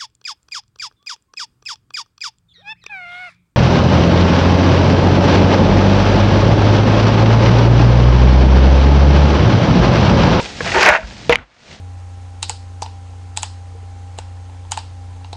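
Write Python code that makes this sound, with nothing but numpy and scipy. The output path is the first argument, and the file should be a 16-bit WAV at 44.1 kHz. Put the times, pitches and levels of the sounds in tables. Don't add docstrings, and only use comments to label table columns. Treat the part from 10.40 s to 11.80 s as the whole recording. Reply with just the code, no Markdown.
import sys
import numpy as np
from scipy import signal
from scipy.fft import rfft, irfft, next_fast_len
from scipy.io import wavfile
from scipy.ndimage import uniform_filter1d, map_coordinates

SR = 44100
rng = np.random.default_rng(int(sys.argv[2]) if len(sys.argv) > 2 else 0)


def ratio_of_db(decibels):
    return 10 ** (np.asarray(decibels, float) / 20)


def wrap_up_sound(samples):
    columns = np.atleast_2d(samples).T
    tamed = np.clip(columns, -1, 1)
    steps = np.round(tamed * 32767).astype(np.int16)
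    wavfile.write(sys.argv[1], SR, steps)


N = 61739


def unit(x):
    return x / np.sqrt(np.mean(x ** 2) + 1e-20)


def curves(rows):
    s, *columns = np.transpose(rows)
    return [np.interp(np.arange(N) / SR, s, column) for column in columns]


def wobble(rate_hz):
    knots = rng.standard_normal(int(N * rate_hz / SR) + 4)
    return map_coordinates(knots, [np.arange(N) * rate_hz / SR])


def filtered(x, response):
    m = next_fast_len(N + 8192)
    return irfft(rfft(x, m) * response(np.fft.rfftfreq(m, 1 / SR)), m)[:N]


def colour(x, points):
    f, db = np.transpose(points)
    return unit(filtered(x, lambda hz: ratio_of_db(np.interp(np.log(hz + 1), np.log(f + 1), db))))


def crackle(rate_hz, spread_db, hiss):
    hits = rng.random(N) < rate_hz / SR
    sizes = ratio_of_db(spread_db * np.minimum(rng.exponential(size=N), 3))
    snaps = hits * sizes * rng.standard_normal(N)
    return unit(snaps) + hiss * rng.standard_normal(N)


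def add(track, s, x):
    track[round(s * SR):][:len(x)] += x


# start_s, level_db, rumble_above_level_db
BACKGROUND = [(0, -28.5, -7), (.15, -33.5, 0.5), (.24, -26.5, 3), (.45, -20.5, -7), (.6, -44, 4),
              (.7, -38.5, 2.5), (.88, -38, 6), (.96, -54.5, 19), (1.0, -60.5, 26.5), (1.07, -61.5, -4.5),
              (1.15, -55.5, -1), (1.26, -45.5, -2), (1.33, -38.5, 0.5), (1.4, -47.5, 1.5)]
# freq_hz, density_db
GLOVE_RUSTLE = [(180, -26), (300, -11), (494, -7), (847, -8), (1070, -14), (2040, -10), (5060, -13),
                (6930, -19.5), (9010, -32.5), (15200, -120)]
# freq_hz, density_db
KITCHEN_HUM = [(15, -48), (25, -3.5), (70, 2.5), (113, -1), (204, 0), (400, -16.5), (520, -45), (880, -120)]


def background():
    level_db, rumble_db = curves(BACKGROUND)
    rustle = ratio_of_db(0.62 * wobble(40)) * colour(crackle(470, 1, 2.0), GLOVE_RUSTLE)
    rumble = ratio_of_db(rumble_db - 3 + 0.83 * wobble(28)) * colour(rng.standard_normal(N), KITCHEN_HUM)

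    answer_s, answer_end_s, fall_db_per_s = 0.95, 1.052, 107
    s = np.arange(N) / SR
    dull_air = unit(filtered(crackle(500, 2, 2.8), lambda hz: hz / (hz + 300) / (1 + (hz / 2500) ** 4)))
    gate = np.clip(np.minimum(s - answer_s, answer_end_s - s) / 0.024, 0, 1)
    answer = gate * ratio_of_db(-37.5 - fall_db_per_s * abs(s - answer_s)) * dull_air
    gated_air = ratio_of_db(-57) * dull_air
    return ratio_of_db(level_db - 1.0) * (rustle + rumble) + answer + gated_air


# start_s, peak_db, click_db, ring_length_factor
BOARD_KNOCKS = [
    (.0005, -13.5, 7, 0.25),
    (0.207, -10.5, -1.5, 0.34),
    (0.348, -13.5, -6, 0.28),
]
# start_s, peak_db, click_db, ring_length_factor
KNIFE_LANDING = [
    (.8952, 1.5, -3, 1),
]
# pitch_hz, level_db, t60_s
WOOD_MODES = [(479, 2, .17), (640, -6, .12), (958, -6, .06), (1370, -5, .05), (1750, -5, .035),
              (2266, -6, .014), (2470, -7, .015), (3300, -7, .014)]
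# freq_hz, density_db
CONTACT_NOISE = [(88, -42.5), (150, 0.5), (351, -3), (646, 6.5), (1890, -3), (2480, 4.5), (3370, -6.5),
                 (6930, -18), (9010, -75.5), (15200, -120)]


def knocks():
    out, t = np.zeros(N + SR), np.arange(SR // 4) / SR
    choke_s, choke_db_per_s = .035, 500
    choke_db = -choke_db_per_s * np.maximum(t - choke_s, 0)
    for s, db, click_db, length in BOARD_KNOCKS + KNIFE_LANDING:
        ring = np.zeros(len(t))
        for hz, level, t60 in WOOD_MODES:
            mode_db = level + rng.normal(0, 1) - 60 * t / (t60 * length)
            ring += ratio_of_db(mode_db) * np.sin(2 * np.pi * hz * t)
        crack = colour(rng.standard_normal(N), CONTACT_NOISE)[:len(t)] * ratio_of_db(click_db - 60 * t / .016)
        attack = 1 - np.exp(-t / .0003)
        add(out, s, ratio_of_db(db + choke_db) / 2 * attack * (ring + crack))
    return out[:N]


# start_s, level_db,
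# pitch_hz, t60_s
LOW_THUMPS = [(.205, -36.5, 90, .08), (.28, -18, 125, 0.16), (0.372, -11.5, 61, 0.062),
              (0.492, -15, 64, 0.11), (0.63, -16.5, 52, 0.2), (.9, -11, 61.6, .12),
              (0.021, -21.5, 54, .15), (0.439, -22, 190, .3), (.99, -31, 51, 0.21)]
# start_s, level_db, pitch_hz, t60_s
HOLLOW_NOTES = [(.001, -15, 950, 0.056), (.206, -13, 1106, 0.025), (.206, -8.5, 1676, 0.022),
                (.262, -19.5, 679, 0.14), (.483, -4, 605, 0.13), (.585, -18.5, 637, 0.1),
                (.352, -22, 920, 0.062), (0.361, -11.5, 382.4, 0.19), (.924, -12.5, 895, 0.079)]


def thumps_and_rings():
    out, t = np.zeros(N + SR), np.arange(SR // 4) / SR
    for s, db, hz, t60 in LOW_THUMPS + HOLLOW_NOTES:
        attack = 1 - np.exp(-t * hz * 2)
        add(out, s, ratio_of_db(db - 60 * t / t60) * np.sin(2 * np.pi * hz * t) * attack)
    return out[:N]


# start_s, peak_db, pitch_hz, t60_s
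BLADE_TICKS = [(.059, -17.5, 2500, .019), (0.255, -38, 2520, .015), (.276, -9.5, 2205, .015),
               (0.292, -14, 1980, .018), (.319, -8, 1960, .015), (0.632, -30, 1710, .016),
               (.71, -28.5, 1700, .015), (0.9433, -19, 2000, .012), (.986, -27, 1500, .03),
               (1.28, -33, 2400, .015), (1.314, -28, 2110, .013)]
# start_s, peak_db, pitch_hz, t60_s
KNIFE_BOUNCES = [
    (.895, -3, 2500, .014),
    (.9243, 0, 2050, .014),
    (.9272, -1, 2150, .016),
    (.9312, -2, 2000, .016),
    (.9566, 4.5, 2250, .007),
]


def ticks():
    out, t = np.zeros(N + SR), np.arange(SR // 8) / SR
    for s, db, hz, t60 in BLADE_TICKS + KNIFE_BOUNCES:
        upper = ratio_of_db(-4) * np.sin(2 * np.pi * hz * 1.3 * t)
        tone = np.sin(2 * np.pi * hz * t) + upper
        edge = ratio_of_db(-11) * colour(rng.standard_normal(N), CONTACT_NOISE)[:len(t)]
        attack = 1 - np.exp(-t / 0.00018)
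        add(out, s, ratio_of_db(db - 60 * t / t60) * attack * (tone + edge))
    return out[:N]


# freq_hz, density_db
CRUST_SPECTRUM = [(90, -48), (250, -25), (600, -5.5), (1150, -7), (1600, -3), (2700, -8.5), (3200, -17.5),
                  (6900, -28.5), (9000, -66), (15000, -120)]


def crust_snaps():
    t = np.arange(400) / SR
    ring_cycles, snaps_per_s = 4.5, 5000
    grains = np.zeros(N)
    for hz in 300 * 1.3 ** np.arange(14):
        ring = np.sin(2 * np.pi * hz * t) * np.exp(-t * hz * 2 / ring_cycles)
        snaps = crackle(snaps_per_s / 14, 3, .55)
        grains += np.sqrt(hz) * unit(signal.fftconvolve(snaps, ring)[:N])
    spectrum = rfft(grains)
    smooth = np.sqrt(uniform_filter1d(np.abs(spectrum) ** 2, size=500))
    return colour(irfft(spectrum / smooth, N), CRUST_SPECTRUM)


def hollow_loaf(peaks):
    def response(f):
        total = 0
        for k, (hz, width, db) in enumerate(peaks):
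            band = 1j * f * width / (hz * hz - f * f + 1j * f * width)
            total = total + (-1) ** k * ratio_of_db(db) * band ** 2
        return total
    return unit(filtered(crackle(800, 2.5, 1.0), response))


# start_s, level_db, brightness_db, hollow_db
SAW_STROKE = [(0.242, -32.5, 23, 1.5), (.275, -21, -1, -3), (0.336, -32.5, 17, -2),
              (0.351, -13.5, -10, 2.5), (0.413, -16, 12.5, 6), (0.437, -10, 7, -10.5), (0.489, -7.5, -8, 0),
              (.558, -14.5, -7, -3), (.6, -38, 1, 5)]
# pitch_hz, width_hz, level_db
LOAF_RESONANCES = [
    [(378, 60, 0), (490, 70, -2), (890, 100, 0)],
    [(625, 75, 0), (900, 100, -4), (1620, 200, -3)],
]


def cut():
    level_db, bright_db, hollow_db = curves(SAW_STROKE)
    s = np.arange(N) / SR
    crust = crust_snaps()
    top = filtered(crust, lambda hz: hz ** 4 / (hz ** 4 + 3500.0 ** 4))

    shut, opened = [hollow_loaf(peaks) for peaks in LOAF_RESONANCES]
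    opens_s, opening_s = .45, .06
    openness = np.clip((s - opens_s) / opening_s + .5, 0, 1)
    body = np.sqrt(1 - openness) * shut + np.sqrt(openness) * opened

    start_s, end_s = SAW_STROKE[0][0], SAW_STROKE[-1][0] + 0.059
    on = np.clip(np.minimum(s - start_s, end_s - s) / 0.0053, 0, 1)
    level = on * ratio_of_db(level_db + 1.5 * wobble(69.2))
    return level * (crust - top + ratio_of_db(bright_db) * top + ratio_of_db(hollow_db - 6) * body)


def rattle():
    start_s, end_s, t60_s = .9, .96, .5
    u = np.arange(N) / SR - start_s
    on = np.clip(np.minimum(u / .001, (end_s - start_s - u) / .01), 0, 1)
    level = ratio_of_db(-16 - 60 * abs(u) / t60_s + 1.5 * wobble(150))
    return on * level * colour(crackle(1500, 2, 1), CONTACT_NOISE)


def scene():
    near = cut() + knocks() + thumps_and_rings() + ticks() + rattle()
    t = np.arange(SR // 4) / SR
    tail = rng.standard_normal(len(t)) * ratio_of_db(-60 * t / .09)
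    delayed = np.pad(near, (200, 0))
    wet = signal.fftconvolve(delayed, tail / np.linalg.norm(tail))[:N]
    return (near + ratio_of_db(-24) * wet + background())[None]


def low_pass(x):
    return signal.sosfilt(signal.butter(12, 15800, fs=SR, output="sos"), x)


def record(dry):
    x = signal.sosfilt(signal.butter(2, 38, 'high', fs=SR, output='sos'), dry[0])
    x = filtered(x, lambda hz: 1 / (1 + (hz / 10000) ** 40))
    clip, hardness = .99, 40
    x = x / (1 + np.abs(x / clip) ** hardness) ** (1 / hardness)
    x = filtered(x, lambda hz: hz < 15800)
    return low_pass(np.clip(x, -1, 1)[None])


dry = scene()
out = record(dry)
wrap_up_sound(out)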